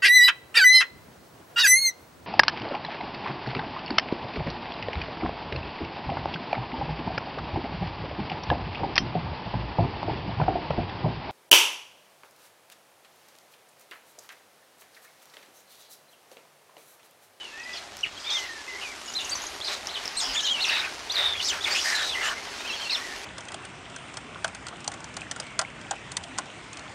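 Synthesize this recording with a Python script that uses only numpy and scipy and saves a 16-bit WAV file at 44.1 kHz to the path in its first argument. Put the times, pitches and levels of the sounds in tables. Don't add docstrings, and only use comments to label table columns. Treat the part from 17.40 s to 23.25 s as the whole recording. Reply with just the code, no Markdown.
import sys
import numpy as np
from scipy import signal
from scipy.fft import rfft, irfft, next_fast_len
from scipy.io import wavfile
from scipy.ndimage import uniform_filter1d

SR = 44100
rng = np.random.default_rng(int(sys.argv[2]) if len(sys.argv) > 2 else 0)


def nominal_scale(level):
    x = np.asarray(level, float) / 20
    return 10 ** x


def output_pcm(signal):
    pcm = np.clip(np.atleast_2d(signal).T, -1, 1) * 32767
    wavfile.write(sys.argv[1], SR, np.round(pcm).astype(np.int16))


N = 257968


def level(x, db):
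    return x * nominal_scale(db) / np.sqrt(np.mean(np.abs(x) ** 2))


def colour(x, points):
    hz, db = np.transpose(points)
    n = next_fast_len(N)
    axis = np.log(np.fft.rfftfreq(n, 1 / SR) + 1)
    return irfft(rfft(x, n) * nominal_scale(np.interp(axis, np.log(hz), db)), n)[:N]


def walk(rate, n=N):
    hold = max(int(SR / rate), 1)
    stairs = np.repeat(rng.standard_normal(n // hold + 1), hold)
    return 1.37 * uniform_filter1d(uniform_filter1d(stairs, hold), hold)[:n]


def add(out, s, piece):
    i = max(int(s * SR), 0)
    out[i:i + len(piece)] += piece[:N - i]


def fades(n, edge_s):
    i = np.arange(n)
    return np.sin(np.pi / 2 * np.clip(np.minimum(i, n - i) / (edge_s * SR + 1), 0, 1)) ** 2


def recorder_gain():
    # time_s, gain_db
    gain_steps = [(0.0, -58), (0.31, -57.5), (0.52, -55.5), (1.92, -51.5), (2.36, -51), (4.69, -50),
                  (4.82, -50), (5.85, -50)]
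    s, gain_db = np.transpose(gain_steps)
    return nominal_scale(np.interp(np.arange(N) / SR, s, gain_db - gain_db.mean()))


def rain(spread_db):
    # frequency_hz, density_db (per Hz)
    roof_tone = [(15, -42), (25, -11), (66, -2), (137, -10), (391, 0.5), (459, -4), (766, 0.5), (1540, -3),
                 (2020, -2), (5480, -8.5), (11700, -18), (15700, -54)]
    rain_db, drip_db, gust_db = -42.5, -44, 2
    hum_hz, hum_db = 403.4, -60.5
    wash, gust = 0, walk(10)
    for hz in 30 * 2 ** np.arange(0, 9.1, .5):
        edges = [(hz / 1.6, -40), (hz / 1.19, -3), (hz, 0), (hz * 1.19, -3), (hz * 1.6, -40)]
        flicker_db = 2.8 * walk(4.1) + gust_db * gust * min(120 / hz, 1)
        wash = wash + colour(rng.standard_normal(N), edges) * nominal_scale(flicker_db)
    weight_db = spread_db * np.minimum(rng.exponential(size=N), 2.4)
    drops = (rng.random(N) < .04) * rng.standard_normal(N) * nominal_scale(weight_db)
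    drops = signal.lfilter([1], [1, -.9, .5], drops)
    wet = level(wash, 0) + nominal_scale(drip_db - rain_db) * level(drops, 0)
    gutter = walk(45) * np.sin(2 * np.pi * hum_hz * np.arange(N) / SR)
    return level(colour(wet, roof_tone), rain_db) + level(gutter, hum_db)


def trill(top_hz):
    # start_s, peak_db, sweep_hz (upward), fade_s
    trill_notes = [(1.657, -37, 302, 0.025), (1.697, -34.5, 300, 0.015), (1.739, -39, 1480, 0.0084),
                   (1.804, -33.5, 800, 0.016), (1.845, -29, 1900, 0.012), (1.864, -49, 200, .015),
                   (1.891, -26.5, 1900, 0.0091), (1.99, -51, 200, 0.014), (2.017, -28, 1680, 0.012),
                   (2.065, -26, 1700, 0.0058)]
    out, t = np.zeros(N), np.arange(0, .04, 1 / SR)
    for s, db, sweep_hz, hold_s in trill_notes:
        phase = 2 * np.pi * np.cumsum(top_hz - sweep_hz * np.exp(-t / 0.0032)) / SR
        buzz = nominal_scale(3.5 * walk(420, len(t)))
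        tone = np.sin(phase + 0.85 * walk(900, len(t)))
        add(out, s, nominal_scale(db) * fades(len(t), 0.0031) * np.exp(-t / hold_s) * buzz * tone)
    return out


def bumps():
    # middle_s, peak_db, pitch_hz, length_s
    low_thumps = [(2.905, -46, 42, 0.033), (2.79, -50, 22, .03), (2.85, -37.5, 720, 0.018),
                  (2.93, -57, 130, .03), (2.89, -47, 270, .025), (2.87, -39, 1050, .015)]
    t = np.arange(N) / SR
    s, db, hz, span = np.transpose(low_thumps)[:, :, None]
    swells = np.exp(-((t - s) / span) ** 2) * np.cos(2 * np.pi * hz * (t - s))
    return np.sum(nominal_scale(db) * swells, axis=0)


def ticks(crack):
    # start_s, peak_db, ring_hz, ring_ms
    bill_ticks = [(.199, -35, 5900, .6), (0.5696, -20.5, 4530, 0.05), (.58, -36, 5200, .7),
                  (.59, -37, 5900, .9), (.608, -34, 5730, .9), (0.664, -21.5, 2500, 0.17),
                  (.671, -24, 2545, 0.12), (1.739, -25, 5740, 0.25), (1.742, -24, 5800, 0.25),
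                  (1.955, -23, 6130, .4), (2.344, -31, 6500, .3), (2.4713, -16, 5430, 0.3),
                  (1.896, -23, 6000, .4), (2.656, -21, 5400, 0.5), (2.678, -17, 5140, 0.46),
                  (2.756, -30, 5200, 0.49), (4.502, -15, 5300, 0.3), (4.648, -19, 5900, 0.077)]
    out, t = np.zeros(N), np.arange(0, .01, 1 / SR)
    for s, db, hz, ring_ms in bill_ticks:
        u = t / (ring_ms / 1000)
        snap = crack * uniform_filter1d(rng.standard_normal(len(t)), size=4) * np.exp(-u / 2)
        ring = np.sin(2 * np.pi * hz * t) * u * np.exp(1 - u)
        add(out, s, nominal_scale(db) * (ring + snap))
    return out


def breath(flicker_db, creep):
    # middle_s, length_s, chest_db, beak_above_chest_db
    pants = [(0.353, 0.26, -48, -8), (0.965, 0.34, -42.5, -6.5), (1.458, 0.14, -49.5, -6),
             (1.957, 0.49, -47, -8), (2.317, 0.16, -40.5, -3), (2.594, 0.48, -49.5, -20),
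             (2.8, 0.068, -47, 2), (2.87, 0.48, -41.5, -9), (3.305, 0.61, -40, -6),
             (3.82, 0.29, -36.5, -17), (4.068, 0.2, -44.5, 4), (4.144, 0.12, -38, -10),
             (4.313, 0.19, -32.5, -17), (4.48, 0.75, -39.5, 0), (4.867, 0.16, -39, -3.5),
             (5.358, 1, -47.5, -9), (5.565, 0.14, -38, -16)]
    # frequency_hz, density_db (per Hz)
    chest_tone = [(300, -28), (600, -2), (1000, -2), (2000, -2), (3500, -3), (5000, -9), (7000, -27.5)]
    # frequency_hz, density_db (per Hz)
    beak_tone = [(2500, -65), (4000, 7.5), (6000, 7), (7500, -0.5), (8800, -0.5), (9600, -8), (12000, -10),
                 (13500, -27), (15500, -47)]
    rest_chest_db, rest_beak_db = -51.5, -58.5

    def hiss(tone):
        return level(colour(rng.standard_normal(N), tone), 0) * nominal_scale(flicker_db * np.tanh(walk(60)))

    t = np.arange(N) / SR
    s, span, db, open_db = np.transpose(pants)[:, :, None]
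    bells = np.exp(-(3.13 * (t - s) / span) ** 2)
    chest = hiss(chest_tone) * (creep * nominal_scale(rest_chest_db) + np.max(nominal_scale(db) * bells, axis=0))
    beak = hiss(beak_tone) * (creep * nominal_scale(rest_beak_db) + np.max(nominal_scale(db + open_db) * bells, axis=0))
    return nominal_scale(1.5) * chest + nominal_scale(4.5) * beak


def rasp(calls, db):
    push = np.sqrt(uniform_filter1d(calls ** 2, SR // 50) + 1e-12)
    edge_tone = [(6000, -24), (8000, 1), (15000, -17)]
    return nominal_scale(db) * push * level(colour(rng.standard_normal(N), edge_tone), 0)


def creak(puff_ms, uneven_db, slip):
    # first_puff_s, puffs (whole ones sound), gap_ms, ring_hz, peak_db
    bouts = [(2.815, 4, 9.5, 5100, -21), (3.7585, 1.02, 9, 4000, -15.5), (3.7675, 6.6, 5.9, 3690, -19),
             (3.815, 1.03, 6, 3620, -18), (3.8435, 6.4, 6.5, 3650, -18.5), (3.8895, 2, 7.5, 3600, -25),
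             (3.926, 1, 6, 3530, -23), (3.953, 0.97, 6, 3650, -23)]
    out, t = np.zeros(N), np.arange(-.006, .006, 1 / SR)
    for s, count, gap_ms, hz, db in bouts:
        for k, (late, size, bend, long) in enumerate(rng.standard_normal((int(count), 4))):
            bell = np.exp(-(t * 1000 / (puff_ms * (1 + 0.23 * np.tanh(long)))) ** 2)
            ring = np.sin(2 * np.pi * hz * (1 + 0.017 * bend) * t + 3 * late)
            start_s = s + t[0] + (k + slip * late) * gap_ms / 1000
            add(out, start_s, nominal_scale(db + uneven_db * np.tanh(size)) * bell * ring)
    return out


def wheeze(flutter_db, tonal, skirt_db, fade_db, strands):
    # start_s, end_s, throat_start_hz, throat_end_hz, level_db
    thin = [(0, .107, 3090, 2680, -44), (.105, .387, 2630, 2545, -48.5), (.233, .25, 4900, 4900, -46),
            (.85, .945, 2390, 2330, -43), (1.0, 1.05, 3120, 2790, -47), (1.952, 1.962, 1005, 1040, -34.5),
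            (2.77, 2.8, 7040, 7500, -44), (3.204, 3.25, 3000, 2750, -37), (3.36, 3.38, 830, 800, -42),
            (3.715, 3.75, 3360, 3680, -41), (4.527, 4.635, 4150, 3750, -33), (4.545, 4.64, 3780, 3050, -37),
            (4.748, 4.833, 1900, 2110, -31.5), (4.826, 4.928, 1300, 1148, -38.5),
            (4.94, 4.997, 2080, 2070, -40.5), (4.44, 4.52, 4850, 4870, -35), (4.695, 4.72, 3500, 3450, -38),
            (4.715, 4.75, 2600, 2900, -40), (1.38, 1.415, 2100, 2000, -44), (5.27, 5.3, 4500, 4200, -46),
            (5.45, 5.49, 4300, 4250, -43), (3.94, 4.0, 3400, 3300, -37), (5.575, 5.76, 1930, 1842, -42.5)]
    reedy = [(.796, .875, 4840, 4800, -45.5), (.9, 1.012, 6260, 6270, -41),
             (1.41, 1.455, 2740, 2860, -39.5), (1.786, 1.897, 2890, 2785, -42),
             (1.9, 1.925, 7600, 8450, -40), (2.242, 2.28, 4800, 5000, -37),
             (2.245, 2.354, 4100, 3910, -35.5), (2.934, 2.996, 6700, 7060, -37.5),
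             (2.99, 3.02, 3500, 4100, -32), (3.03, 3.049, 5400, 5100, -37),
             (3.243, 3.36, 2696, 2587, -28.5), (3.299, 3.41, 3860, 3810, -30),
             (3.763, 3.94, 3773, 3580, -32.5), (3.94, 3.975, 2050, 2800, -36.5),
             (3.995, 4.018, 3006, 2840, -29), (2.85, 2.95, 5100, 5000, -40),
             (4.345, 4.445, 5240, 4840, -36.5), (4.39, 4.45, 5550, 5600, -36),
             (4.522, 4.625, 7300, 7100, -45), (4.63, 4.705, 3840, 3920, -32.5),
             (4.824, 4.905, 2717, 3010, -32.5), (4.812, 4.941, 1852, 1506, -32.5),
             (5.36, 5.49, 4370, 4220, -45)]
    hoarse = [(.335, .392, 3200, 3170, -43), (.9, 1.0, 5300, 5330, -40.5), (1.673, 1.703, 5400, 5130, -45),
              (1.788, 1.831, 3700, 3620, -39), (1.948, 1.987, 6200, 6200, -37.5),
              (2.83, 2.947, 3200, 2626, -38.5), (3.062, 3.105, 3800, 3870, -29),
              (3.301, 3.486, 1950, 1502, -35.5), (3.35, 3.47, 2657, 2288, -33.5),
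              (4.112, 4.145, 3080, 2224, -30.5), (4.12, 4.204, 1600, 1480, -38.5),
              (4.252, 4.336, 2400, 1896, -31.5), (4.345, 4.405, 2600, 3330, -27.5),
              (4.358, 4.395, 6700, 6930, -36.5), (4.443, 4.658, 1880, 1600, -30)]
    broad = [(.33, .385, 5150, 5100, -42.5), (.656, .675, 2675, 2270, -38), (2.555, 2.594, 3055, 3110, -36),
             (2.806, 2.954, 5230, 4960, -38), (2.808, 2.84, 6440, 6740, -35.5),
             (2.819, 2.9, 1400, 910, -41.5), (3.004, 3.142, 6180, 6500, -38.5),
             (3.249, 3.34, 6000, 5000, -38), (3.769, 3.901, 1903, 1606, -35.5),
             (4.009, 4.057, 3030, 5700, -31.5), (4.053, 4.103, 5660, 4470, -30),
             (4.828, 4.902, 6800, 7230, -42.5), (5.505, 5.56, 4780, 5280, -36),
             (5.56, 5.607, 2800, 1192, -39.5)]
    throats = [(thin, 230), (reedy, 440), (hoarse, 680), (broad, 1150)]  # (rows, width Hz)
    out = np.zeros(N)
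    for start, end, from_hz, to_hz, db, width_hz in [(*row, w) for rows, w in throats for row in rows]:
        n = int((end - start) * SR)
        pitch = np.linspace(from_hz, to_hz, n) + 45 * walk(40.1, n)
        phase = 2 * np.pi * np.cumsum(pitch) / SR
        a, b = (walk(1.4 * width_hz, n) + nominal_scale(skirt_db) * walk(4000, n) for _ in range(2))
        tone = tonal * np.linspace(1.5, .5, n) * 300 / width_hz
        air = a * np.cos(phase) + (b + tone) * np.sin(phase)
        for side, drift in rng.standard_normal((3, 2)):
            away_hz = .45 * width_hz * (np.tanh(side) + .3 * drift * np.linspace(-1, 1, n))
            strand = np.sin(phase + 2 * np.pi * np.cumsum(away_hz) / SR)
            air = air + strands * (width_hz > 500) * np.maximum(walk(110, n), 0) * strand
        tiring_db = np.linspace(0, fade_db * np.sqrt(width_hz / 500), n)
        effort_db = flutter_db * walk(350, n) + 0.38 * walk(33.0, n) + tiring_db
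        add(out, start, fades(n, 0.0028) * level(air * nominal_scale(effort_db), db + 0.5))
    return colour(out, [(300, -40), (700, 0), (9000, 0)])


def whistle(notes, octave_db, shimmer_db, wobble, quaver=0):
    arch_s, quaver_hz = .088, 43.9
    out = np.zeros(N)
    for note in notes:
        s, hz, db = np.transpose(note)
        t = np.arange(s[0], s[-1], 1 / SR)
        pitch = uniform_filter1d(np.interp(t, s, hz), len(t) // (2 * len(s)) + 1, mode="nearest")
        if len(t) < arch_s * SR and len(s) < 5:
            pitch = np.polyval(np.polyfit(s - s[0], hz, 2), t - s[0])
        pitch = pitch * (1 - quaver * np.linspace(0, 1, len(t)) * np.cos(2 * np.pi * quaver_hz * (t - s[0])))
        phase = 2 * np.pi * np.cumsum(pitch * (1 + wobble * walk(219, len(t)))) / SR
        loudness = np.interp(t, s, nominal_scale(db))
        tremble = np.sqrt(2) * nominal_scale(shimmer_db * np.tanh(walk(164, len(t)))) * fades(len(t), .0025)
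        add(out, s[0], tremble * loudness * (np.sin(phase) + nominal_scale(octave_db) * np.sin(2 * phase)))
    return out


def arches(rows, top_at, start_db, top_db, end_db):
    notes = []
    for s, span, top, end, db in rows:
        start_hz = top - (top_at / (1 - top_at)) ** 2 * (top - end)
        notes.append([(s, start_hz, db + start_db), (s + top_at * span, top, db + top_db),
                      (s + span, end, db + end_db)])
    return notes


def glides(rows, high_db, low_db):
    notes = []
    for s, span, a, b, db in rows:
        first_db, last_db = (high_db, low_db) if a > b else (low_db, high_db)
        notes.append([(s, a, db + first_db), (s + span / 2, (a + b) / 2, db), (s + span, b, db + last_db)])
    return notes


def peeps():
    # start_s, length_s, from_hz, to_hz, level_db
    straight = [(.37, 0.013, 4580, 3960, -34.5), (.643, .01, 2900, 2950, -34),
                (.897, 0.022, 4650, 3450, -34), (2.946, 0.026, 3510, 1950, -34),
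                (5.555, 0.029, 5000, 5700, -41.5), (3.051, 0.013, 4330, 3370, -28),
                (3.16, 0.056, 2314, 2135, -45), (3.285, 0.021, 4850, 3900, -30.5),
                (3.72, 0.0067, 5700, 6100, -33), (5.497, 0.021, 2850, 2420, -32.5),
                (5.517, .03, 2250, 1900, -40), (1.677, .02, 2900, 2880, -41),
                (1.797, .022, 2830, 2800, -37), (3.025, .02, 5150, 5450, -38),
                (1.265, 0.042, 2470, 2960, -49.5), (2.95, 0.13, 1770, 1660, -44.5)]
    # start_s, length_s, from_hz, to_hz, level_db
    quavers = [
        (.944, .125, 2100, 2000, -39),
        (1.278, .1, 2057, 2010, -37),
    ]
    sliding = whistle(glides(straight, 2.0, -2.1), -20, 3.5, 0.0048)
    return sliding + whistle(glides(quavers, -2.3, 0), -28, 3, .004, quaver=.045)


def split_voices():
    # start_s, length_s, from_hz, end_hz, level_db
    squeaks = [
        (4.083, .029, 3900, 2844, -27),
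    ]
    # time_s, pitch_hz, level_db
    splits = [
        [(2.766, 3800, -40), (2.77, 3950, -37), (2.775, 4120, -27), (2.789, 4390, -29), (2.8, 3950, -33),
         (2.806, 3450, -33), (2.814, 3230, -36)],
        [(5.245, 2510, -37), (5.257, 2570, -33), (5.262, 2780, -46), (5.277, 3260, -38), (5.292, 2960, -42),
         (5.303, 2686, -30), (5.321, 2680, -29.5)],
        [(5.321, 2890, -37), (5.328, 3140, -35), (5.34, 3362, -34), (5.356, 3104, -38), (5.37, 2700, -39),
         (5.378, 2788, -41)],
    ]
    forced = whistle(glides(squeaks, -1, 0) + splits[:1], -2.5, 3.9, 0.0025)
    return forced + whistle(splits[1:], -14, 2.4, .004)


def clear_calls():
    # time_s, pitch_hz, level_db
    drawls = [
        [(.11, 1693, -55), (.246, 1970, -40), (.33, 1986, -44), (.4, 1950, -55)],
        [(1.085, 1857, -40), (1.145, 1800, -47), (1.215, 1690, -45)],
        [(3.697, 3160, -25), (3.725, 4700, -44), (3.743, 4750, -42), (3.757, 4070, -33)],
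    ]
    # start_s, length_s, top_hz, end_hz, level_db
    swells = [(1.912, 0.0342, 4700, 4150, -28), (2.955, 0.05, 3550, 2800, -26.5),
              (1.748, 0.047, 4070, 3350, -28), (.765, 0.032, 3300, 2500, -43),
              (5.295, 0.027, 4050, 3900, -36), (5.187, .022, 3700, 3450, -41)]
    # time_s, pitch_hz, level_db
    warbles = [
        [(.63, 2980, -40), (.635, 2950, -32), (.639, 2850, -26), (.644, 2550, -34), (.649, 2250, -29),
         (.655, 2000, -36)],
        [(.63, 2980, -40), (.635, 2950, -32), (.639, 2850, -26), (.644, 2550, -34), (.649, 2250, -29),
         (.655, 2000, -36)],
        [(.835, 3010, -48), (.86, 3580, -40), (.885, 3610, -35), (.908, 3250, -34), (.925, 3680, -32),
         (.95, 3650, -30), (.995, 2940, -34)],
        [(1.425, 2504, -48), (1.45, 2520, -37), (1.475, 2314, -38.5), (1.515, 2300, -39.5), (1.53, 1950, -44)],
        [(2.21, 3140, -36), (2.228, 4260, -37.5), (2.25, 4050, -42), (2.262, 4100, -40), (2.272, 4550, -33),
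         (2.279, 4000, -28), (2.286, 3300, -31)],
        [(2.487, 2910, -38), (2.496, 3500, -38), (2.507, 4250, -40), (2.522, 3700, -50), (2.541, 4280, -38),
         (2.552, 3700, -38), (2.564, 2900, -38)],
        [(3.025, 2811, -41), (3.049, 3270, -32), (3.081, 2910, -31.5), (3.109, 3350, -26.5),
         (3.15, 2940, -27.5), (3.165, 2780, -38), (3.19, 2620, -35), (3.202, 2800, -29.5)],
        [(3.2, 3330, -38), (3.212, 4213, -31), (3.225, 4500, -27), (3.237, 4150, -28), (3.25, 3230, -24)],
        [(3.205, 3300, -40), (3.215, 3750, -34), (3.228, 4080, -29), (3.238, 3900, -32), (3.245, 3500, -38)],
    ]
    # time_s, pitch_hz, level_db
    answers = [
        [(4.208, 3151, -33), (4.214, 3430, -35), (4.222, 3780, -40), (4.232, 4020, -37), (4.241, 3850, -37),
         (4.248, 3500, -23), (4.256, 3200, -32)],
        [(4.69, 3955, -35), (4.705, 3950, -32), (4.718, 3750, -41), (4.724, 3450, -33), (4.735, 3290, -33),
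         (4.752, 2620, -34)],
        [(5.39, 2931, -43), (5.424, 3220, -36), (5.444, 3085, -38), (5.454, 2790, -42), (5.462, 2710, -32),
         (5.478, 2780, -38)],
        [(5.495, 3733, -32), (5.503, 4000, -26), (5.508, 4300, -30), (5.513, 4551, -27), (5.517, 4500, -34)],
        [(5.516, 3950, -28), (5.526, 4200, -27), (5.536, 4310, -24), (5.546, 4000, -29), (5.553, 3600, -27.5),
         (5.563, 3100, -31)],
    ]
    # time_s, pitch_hz, level_db
    dip = [(4.306, 4730, -38), (4.313, 4560, -33), (4.322, 4520, -30.5), (4.334, 4780, -27.5),
           (4.345, 5100, -39)]
    # above_hz, offset_db
    dip_sides = [
        (0, 0.5),
        (850, -13),
        (1900, -14),
        (2750, -9),
    ]
    stacked = [np.add(dip, (0, *side)) for side in dip_sides]
    notes = drawls + arches(swells, .45, -10, 0, -5.0) + warbles + answers + stacked
    return whistle(notes, -26, 2.8, 0.012)


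def roof_echo(nest):
    t = np.arange(0, .2, 1 / SR)
    roofs = level(rng.standard_normal(len(t)) * np.exp(-t / 0.024), -8) / np.sqrt(len(t))
    return signal.fftconvolve(nest, roofs)[:N]


def scene():
    creep = recorder_gain()
    background = creep * rain(4.0) + breath(2.8, creep)
    air = creak(1.9, 2.5, .1) + wheeze(2.24, 0.67, -6.0, -3.5, .8)
    nest = trill(6800) + bumps() + ticks(0.58) + rasp(air, -25.0) + air
    nest = nest + peeps() + split_voices() + clear_calls()
    mono = background + nest + roof_echo(nest)
    return np.array([mono, mono])


def patchy_treble(x, from_hz, share, depth_db):
    top_hz = 15700
    hz, _, z = signal.stft(x, SR, nperseg=1024)
    luck = uniform_filter1d(rng.standard_normal((len(hz) // 4 + 1, z.shape[1])), size=5, axis=1)
    bar = np.quantile(luck, share) - np.clip((from_hz - hz) / 2500, 0, None)
    lost = np.repeat(luck, 4, axis=0)[:len(hz)] < bar[:, None]
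    usual = np.median(np.abs(z), axis=1)[:, None]
    lost = lost & (uniform_filter1d(np.abs(z), size=5, axis=0) < 3.5 * usual)
    keep = np.where(lost, nominal_scale(depth_db), 1) * (hz[:, None] < top_hz)
    return signal.istft(z * keep, SR, nperseg=1024)[1][:N]


def low_pass(x):
    return signal.sosfilt(signal.butter(12, 15820, fs=SR, output="sos"), x)


def record(dry):
    ceiling = .23
    rounded = ceiling * np.tanh(dry[0] / ceiling)
    mono = patchy_treble(rounded, 7830, .3, -39)
    return low_pass(np.array([mono, mono]))


dry = scene()
out = record(dry)
output_pcm(out)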